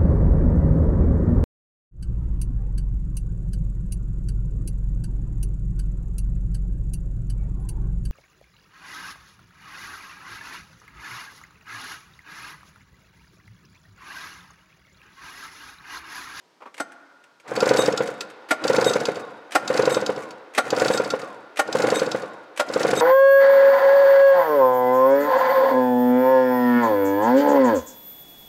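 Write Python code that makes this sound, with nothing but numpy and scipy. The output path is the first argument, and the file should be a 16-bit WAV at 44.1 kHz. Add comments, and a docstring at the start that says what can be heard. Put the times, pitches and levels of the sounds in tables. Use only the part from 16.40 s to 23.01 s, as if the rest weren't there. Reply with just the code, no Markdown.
"""A few soft bumps and a clack of the starter, then sharp spits of air and hollow chugs: a two-stroke
twin is pulled over six times by its recoil starter, with a compression gauge in one plug hole.
The pistons push air through the gauge and boom in the engine body. The starter rattles and rings as
the rope runs out, whirrs down as it rewinds, and clacks into mesh for the next pull.
One small microphone, close to the engine, in a reverberant workshop."""
import sys
import numpy as np
from scipy import signal
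from scipy.fft import rfft, irfft, next_fast_len
from scipy.io import wavfile
from scipy.ndimage import uniform_filter1d

SR = 44100
rng = np.random.default_rng(int(sys.argv[2]) if len(sys.argv) > 2 else 0)


def master_out(mix):
    """Clip the mix to full scale and print it as 16-bit PCM to the path in sys.argv[1]."""
    frames = np.transpose(np.atleast_2d(mix))
    ceiling = np.clip(frames, -1, 1)
    pcm = np.round(ceiling * 32767).astype(np.int16)
    wavfile.write(sys.argv[1], SR, pcm)


N = 291456

# Levels in the tables are relative; each source adds its own gain.
# Pulls of the rope. Each row: time of the fastest stroke in seconds, top speed in strokes a second,
# run-up and coasting widths in strokes, number of strokes before the fastest, chug level in dB,
# spit level in dB, extra dB for the first, partial stroke.
ROPE_PULLS = [(1.3524, 26.11, 5.825, 7.12, 5, -9.5, -24, -10),
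              (2.4259, 25.77, 6.821, 6.99, 4, -10, -24.5, 1),
              (3.4364, 25.67, 3.922, 7.16, 4, -10.5, -26.5, -11),
              (4.462, 25.11, 4.53, 6.65, 4, -11.5, -25.5, -6.5),
              (5.484, 25.43, 4.391, 6.968, 4, -10.8, -27, -1),
              (6.4927, 25.55, 4.54, 8.5, 4, -11.5, -27.5, 0)]
# The two cylinders take turns, soft then loud. Each row: chug in dB, its change in dB per tenfold speed,
# the same two for the spit, the spit's lead on the chug in strokes, further lead in seconds.
CYLINDER_VOICES = [(-5, 24, -3, 27.5, 0.051, 0.0094), (0.03, 14, 0.57, -2.5, .305, 0.0087)]
# The pawls slam home after a clink of slack. Each row: time in seconds, blow in dB, ring in dB,
# the clink's lead in seconds, clink in dB.
PAWL_CLACKS = [(.397, -24, -30, 0.018, -40.5), (2.106, -12.5, -27, 0.006, -81),
               (3.149, -11.5, -26.5, 0.029, -33), (4.1762, -11, -25.5, 0.028, -34.5),
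               (5.189, -12.5, -29, 0.018, -31.5), (6.194, -13.5, -33, 0.02, -32)]

# Single events. Each row: time in seconds, level in dB.
CRANK_STALLS = [(1.8106, -27.5), (3.91, -41.5)]  # the crank dies against one more compression: a spit with no chug
PULLEY_STRIKES = [(1.389, -35), (2.468, -35), (3.522, -38), (4.535, -39.5), (5.555, -37.5), (6.572, -36.5)]  # the rope nears its full length
ROPE_REWINDS = [(1.691, -69), (2.74, -42), (3.729, -40.5), (4.77, -39.5), (5.77, -41)]
STRAY_CLINKS = [(.342, -45), (.519, -50), (.838, -54), (.999, -53), (1.076, -49.5), (1.9, -46)]  # loose metal
HANDLING_BUMPS = [(.205, -42), (.220, -36.5), (.256, -33.5), (.272, -46)]

# Partials of the rewind's whirr. Each row: starting pitch in Hz, level in dB.
WHIRR_PARTIALS = [(1341.6, 3.5), (780, -3), (873.6, -5)]

# Resonances. Each row: frequency in Hz, width in Hz, level in dB.
BODY_MODES = [(132, 26, -7.5), (205, 46, -3), (301.6, 49, 2.5), (372, 100, -7.5), (551.5, 12, -1),
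              (738, 50, 1), (1070, 150, -4), (1461.5, 44, -1)]  # engine and exhaust
HOSE_MODES = [(1391, 13, 15), (2547, 95, 7.5), (4030, 520, 13.5), (4477, 220, 14.5), (5450, 200, 7),
              (6200, 750, 1), (6120, 69, 5), (6600, 900, -2), (7950, 150, -7)]  # gauge hose and plug hole
HOUSING_MODES = [(570, 93, 3), (800, 91, 4), (1100, 52, -3.5), (1408, 33, 4), (1830, 51, -6.5)]  # starter housing
PAWL_MODES = [(281, 23, 1.5), (1467, 130, 6), (2100, 29, -4.5), (3790, 33, -17.5), (6150, 14, -10.5),
              (7800, 26, -5.5), (8650, 110, -4), (9830, 100, -15)]  # pawls and their steel cup
PULLEY_MODES = [(3740, 16, 2.5), (6250, 30, -4.5), (7840, 240, -0.5), (8740, 61, -7), (9230, 55, -16),
                (11600, 170, -13.5), (13700, 300, -19.5)]

# Tone colours. Each row: frequency in Hz, spectral level in dB.
CHUG_SPECTRUM = [(100, -46), (300, 9), (800, 8), (1500, 0.5), (2500, -7.5), (4000, -15.5), (8000, -33),
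                 (16000, -48)]
SPIT_SPECTRUM = [(200, -21), (1000, 17), (2500, 11.5), (4500, 21), (7300, 17), (9000, 2.5), (12000, -2),
                 (16000, -14)]
RATTLE_SPECTRUM = [(25, -30), (70, -54), (130, 7), (300, -7), (550, -16), (950, -31), (1500, 2),
                   (2200, 0.5), (3200, -12.5), (7000, -11.5), (10000, -18), (13000, -29), (16000, -31)]
CRACK_SPECTRUM = [(60, -68), (300, 6.5), (800, -2.5), (2000, 3), (3500, -4.5), (7000, -11), (10000, -15),
                  (12500, -20.5), (16000, -33)]
CLINK_SPECTRUM = [(150, -31), (500, 9), (1500, 6), (2400, 9.5), (4500, -3.5), (8500, -3), (12000, -13.5),
                  (16000, -30)]
BUMP_SPECTRUM = [(100, -27), (280, 1), (600, 3.5), (1200, 7.5), (1600, -5.5), (2400, -8.5), (4000, -22),
                 (16000, -45)]  # the gauge knocks against the engine
REVERB_SPECTRUM = [(60, -3.5), (250, 5), (500, -4), (1400, -3.5), (8000, -12.5), (15000, -26)]
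ROOM_TONE_SPECTRUM = [(30, -22), (120, -4), (350, 3), (1300, -1), (2500, -7.5), (5000, -9.5), (10000, -24),
                      (16000, -32)]

# The workshop's decay. Each row: frequency in Hz, time to fall 60 dB in seconds.
REVERB_T60 = [(120, 0.62), (500, 1.2), (1500, 2.01), (4000, 1.52), (8000, .5), (15000, 2)]


def crank(pull, crest_strokes=-.686, coast_strokes=6, drag=.0591, spin_up_s=.11, run_out_s=.15):
    """One pull: the crank speeds up and coasts down. Gives (seconds, dB) rows of chugs, spits, rattle."""
    fastest_s, top_speed, run_up, coasting, before, chug_db, spit_db, partial_db = pull
    stroke = np.arange(-round(before), coast_strokes + 1)
    loud = stroke % 2

    def speed_at(angle):
        """Share of top speed: a bell over the crank angle, counted in strokes."""
        past = angle - crest_strokes
        return np.exp(-(past / np.where(past < 0, run_up, coasting)) ** 2)

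    strokes_per_s = top_speed * speed_at(stroke - .5) * (1 - drag * loud)  # every loud stroke drags
    clock = np.cumsum(1 / strokes_per_s)
    chug_s = fastest_s + clock - clock[stroke == 0]
    speed = speed_at(stroke)
    own_chug_db, chug_slope, own_spit_db, spit_slope, lead, lead_s = np.array(CYLINDER_VOICES)[loud].T
    spit_s = chug_s - lead_s - lead / (top_speed * speed)
    first_db = partial_db * (stroke == stroke[0])  # tells more on the spit than on the chug
    chug = chug_db + own_chug_db + chug_slope * np.log10(speed) + first_db
    spit = spit_db + own_spit_db + spit_slope * np.log10(speed) + 2.5 * first_db
    moving_s = np.r_[chug_s[0] - spin_up_s, chug_s, chug_s[-1] + run_out_s]
    rattle = chug_db - 23.5 - 19.5 * (1 - np.r_[0, speed, 0])  # sinks as the crank slows
    return np.c_[chug_s, chug], np.c_[spit_s, spit], np.c_[moving_s, rattle]


def chugs(strokes):
    """The piston's soft push booms in the engine body; then a flutter, a turbulent puff and a tick."""
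    push = uniform_filter1d(kicks(strokes, delay=-0.00893), size=80)
    boom = ringing(push, BODY_MODES)
    puff = noise() * bursts(strokes, rise=0.0021, hold=0.0078, fall=0.0099, lead=0.0048)
    tick = ringing(kicks(strokes, delay=0.022), HOSE_MODES)
    return (amp(-6.5) * boom + flutter(strokes)
            + amp(-10.5) * coloured(puff, CHUG_SPECTRUM) + amp(-33) * tick)


def flutter(strokes, hz=497, length_s=0.01195, fade_s=0.0085):
    """Each gulp of air flutters for a few cycles, slightly peaked in shape."""
    count = int(length_s * SR)
    t, out = (np.arange(count) - count // 2) / SR, np.zeros(N)
    shape = signal.windows.tukey(count, 0.65) * np.exp(-t / fade_s)
    for s, db in strokes:
        pitch = hz * (1 + 0.0091 * rng.standard_normal())
        phase = 2 * np.pi * pitch * (t + .5 / hz)
        wave = np.cos(phase) + amp(-21) * np.cos(2 * phase) + amp(-19) * np.cos(3 * phase)
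        add(out, s - .0053, amp(db + 1.5) * shape * wave)
    return out


def spits(squeezes):
    """Squeezed air snaps the gauge valve open and hisses briefly in the hose; a stall also knocks."""
    rows = [*squeezes, *CRANK_STALLS]
    jet = noise() * bursts(rows, rise=0.0004, hold=0.005, fall=0.0025, lead=0.004)
    snap = ringing(kicks(rows, delay=-.003), HOSE_MODES)
    knock = noise() * bursts(CRANK_STALLS, rise=0.00092, hold=0.004, fall=.006, lead=0.0032)
    hiss = amp(-1.2) * ringing(jet, HOSE_MODES) + amp(-2) * coloured(jet, SPIT_SPECTRUM)
    return hiss + amp(-13) * snap + amp(-2) * coloured(knock, CRACK_SPECTRUM)


def pawl_clacks():
    """The pawls scrape in and chatter home: a crack, the housing's knock and a ring of steel."""
    blows = [(s, db) for s, db, *_ in PAWL_CLACKS]
    rings = [(s, db) for s, _, db, *_ in PAWL_CLACKS]
    scrape = bursts(blows, rise=0.0016, hold=0.018, fall=0.002, lead=0.02)
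    crack = noise() * (bursts(blows, rise=0.0029, hold=0.011, fall=0.007) + amp(-20.5) * scrape)
    knock = ringing(kicks(blows, delay=0.00414), HOUSING_MODES)
    shudder = ringing(noise() * bursts(blows, rise=0.012, hold=0.01, fall=0.0095), HOUSING_MODES)
    steel = ringing(kicks(rings, delay=.0065), PAWL_MODES)
    return (amp(-6.5) * coloured(crack, CRACK_SPECTRUM) + amp(-6) * knock
            + amp(-2.5) * shudder + amp(3.5) * steel)


def crank_rattle(strokes, rattle, start_s=1.036):
    """Rope, bearings and pistons rattle as the crank turns; loose parts tap hardest at each stroke."""
    s, db = np.transpose(rattle)
    t = np.arange(N) / SR
    level = amp(np.interp(t, s, db)) * np.clip((t - start_s) / 0.026, 0, 1)
    load = bursts(strokes, rise=0.0065, hold=0.017, fall=0.026, lead=0.04)
    load /= load.max()
    taps = loose_parts() * level * load ** 0.14
    rub = coloured(noise() * level, CHUG_SPECTRUM)
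    drone = ringing(noise() * level * load ** 0.04, BODY_MODES)
    return (amp(1.67) * coloured(taps, RATTLE_SPECTRUM) + amp(-8.5) * ringing(taps, HOUSING_MODES)
            + amp(3) * rub + amp(6) * drone)


def loose_parts(min_gap_s=0.004, gap_spread_s=1 / 75, spread_db=19.5):
    """Loose parts tap at uneven intervals, each tap a short crackle of its own size. Rms 1."""
    gap, size = rng.random((N * 4 // 1000, 2)).T
    tap_s = np.cumsum(min_gap_s + gap_spread_s * gap)
    taps = np.c_[tap_s, spread_db * size][tap_s < N / SR]
    return unit_rms(noise() * bursts(taps, rise=0.00064, hold=0, fall=0.0064))


def pulley():
    """The starter pulley is struck and sings briefly near the fastest part of each pull."""
    scrape = noise() * bursts(PULLEY_STRIKES, rise=0.0088, hold=0.042, fall=0.025, lead=0.023)
    return ringing(amp(4.5) * scrape + amp(5) * kicks(PULLEY_STRIKES, delay=.004), PULLEY_MODES)


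def rewinds(slowing_per_s=1.7, roughness=0.038):
    """The spring winds the rope in with a rough whirr that sinks in pitch."""
    t, out = np.arange(SR * 3 // 10) / SR, np.zeros(N)
    shape = signal.windows.tukey(len(t), .5) * np.exp(-t / 0.18)
    for s, db in ROPE_REWINDS:
        for start_hz, partial_db in WHIRR_PARTIALS:
            wobble = unit_rms(uniform_filter1d(rng.standard_normal(len(t)), size=100))
            hz = start_hz * np.exp(-slowing_per_s * t) * (1 + roughness * wobble)
            phase = 2 * np.pi * np.cumsum(hz) / SR
            add(out, s, amp(db + partial_db) * np.sin(phase) * shape)
    return out


def handling():
    """Loose metal and the slack starter clink; the gauge bumps softly on the engine."""
    slack = [(s - lead, db) for s, _, _, lead, db in PAWL_CLACKS]
    touches = [(s - 0.012, db - 12) for s, db in slack]  # a light touch just before the clink
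    clink = noise() * bursts(STRAY_CLINKS + slack + touches, rise=0.00062, hold=0.0031, fall=0.008)
    bump = noise() * bursts(HANDLING_BUMPS, rise=0.00073, hold=0.0073, fall=0.012)
    return (amp(3) * coloured(clink, CLINK_SPECTRUM) + amp(-12) * ringing(clink, PAWL_MODES)
            + amp(-4.5) * coloured(bump, BUMP_SPECTRUM))


def workshop_reverb(close, early_db=-13, early_fall_s=0.014):
    """Quick scatter from the engine bay, then the room's tail, each band dying at its own speed."""
    t = np.arange(3 * SR // 2) / SR
    reflections = rng.standard_normal(len(t)) * (rng.random(len(t)) < .1) * (t > .006)
    early = reflections * np.exp(-t / early_fall_s)
    wash = rng.standard_normal(len(t)) * (1 - np.exp(-t / 0.023))
    hz, frame_s, bands = signal.stft(wash, SR, nperseg=256)
    band_db = curve_at(REVERB_SPECTRUM, hz)[:, None] - 60 * frame_s / curve_at(REVERB_T60, hz)[:, None]
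    tail = signal.istft(bands * amp(band_db), SR, nperseg=256)[1][:len(t)]
    response = amp(early_db) * early / np.linalg.norm(early) + amp(-11) * tail / np.sqrt(SR / 20)
    return signal.fftconvolve(close, response)[:N]


def room_tone(air_db=-62, whine_hz=961, whine_db=-69):
    """The steady air of the workshop, with one faint whine in it."""
    whine = np.sin(2 * np.pi * whine_hz * np.arange(N) / SR)
    return amp(air_db) * coloured(noise(), ROOM_TONE_SPECTRUM) + amp(whine_db) * whine


def amp(db):
    """Decibels to gain."""
    return 10 ** (np.asarray(db) / 20)


def unit_rms(x):
    """Scales to rms 1."""
    return x / np.sqrt(np.mean(x ** 2) + 1e-20)


def curve_at(points, hz):
    """Reads a table on a log-frequency axis."""
    f, value = np.transpose(points)
    return np.interp(np.log(hz + 1), np.log(f + 1), value)


def noise():
    """White noise of rms 1."""
    return rng.standard_normal(N)


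def coloured(x, spectrum):
    """Filters by a spectrum, keeping the power of white noise."""
    size = next_fast_len(N + SR // 4)
    gain = unit_rms(amp(curve_at(spectrum, np.fft.rfftfreq(size, 1 / SR))))
    return irfft(rfft(x, size) * gain, size)[:N]


def ringing(x, modes):
    """Drives damped modes of alternating sign; a mode's level sets its share of the power."""
    t = np.arange(SR // 3) / SR
    ring = np.zeros(len(t))
    for k, (hz, width, db) in enumerate(modes):
        decay = amp(db) * np.sqrt(width) * np.exp(-np.pi * width * t)
        ring += (-1) ** k * decay * np.sin(2 * np.pi * hz * t)
    return signal.oaconvolve(x, ring / np.linalg.norm(ring))[:N]


def add(mix, s, sound):
    """Mixes a sound in at s seconds."""
    part = mix[max(round(s * SR), 0):][:len(sound)]
    part += sound[:len(part)]


def bursts(rows, rise, hold, fall, lead=0):
    """Envelope of events that rise, hold and die away; times in seconds."""
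    t, out = np.arange(SR // 4) / SR, np.zeros(N)
    shape = (1 - np.exp(-t / rise)) * np.exp(-np.maximum(t - hold, 0) / fall)
    for s, db in rows:
        add(out, s - lead, amp(db) * shape / shape.max())
    return out


def kicks(rows, delay):
    """One clean impulse an event, with the energy of 10 ms at the event's level."""
    out = np.zeros(N)
    for s, db in rows:
        add(out, s + delay, amp([db]) * np.sqrt(SR / 100))
    return out


def scene():
    """Engine and starter close to the microphone, the workshop behind them, in mono."""
    pulls = [crank(pull) for pull in ROPE_PULLS]
    strokes, squeezes, rattle = (np.vstack(rows) for rows in zip(*pulls))
    engine = chugs(strokes) + spits(squeezes) + crank_rattle(strokes, rattle)
    close = engine + pawl_clacks() + handling() + pulley() + rewinds()
    return (close + workshop_reverb(close) + room_tone())[None]


def record(dry, low_cut_hz=115, top_hz=16200):
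    """A small microphone with little bass, and a steep cut above the top of its band."""
    thin = signal.sosfilt(signal.butter(2, low_cut_hz, "high", fs=SR, output="sos"), dry)
    band_limit = signal.firwin(511, top_hz, window=("kaiser", 9), fs=SR)
    return signal.oaconvolve(thin, band_limit[None], "same")


dry = scene()
out = record(dry)
master_out(out)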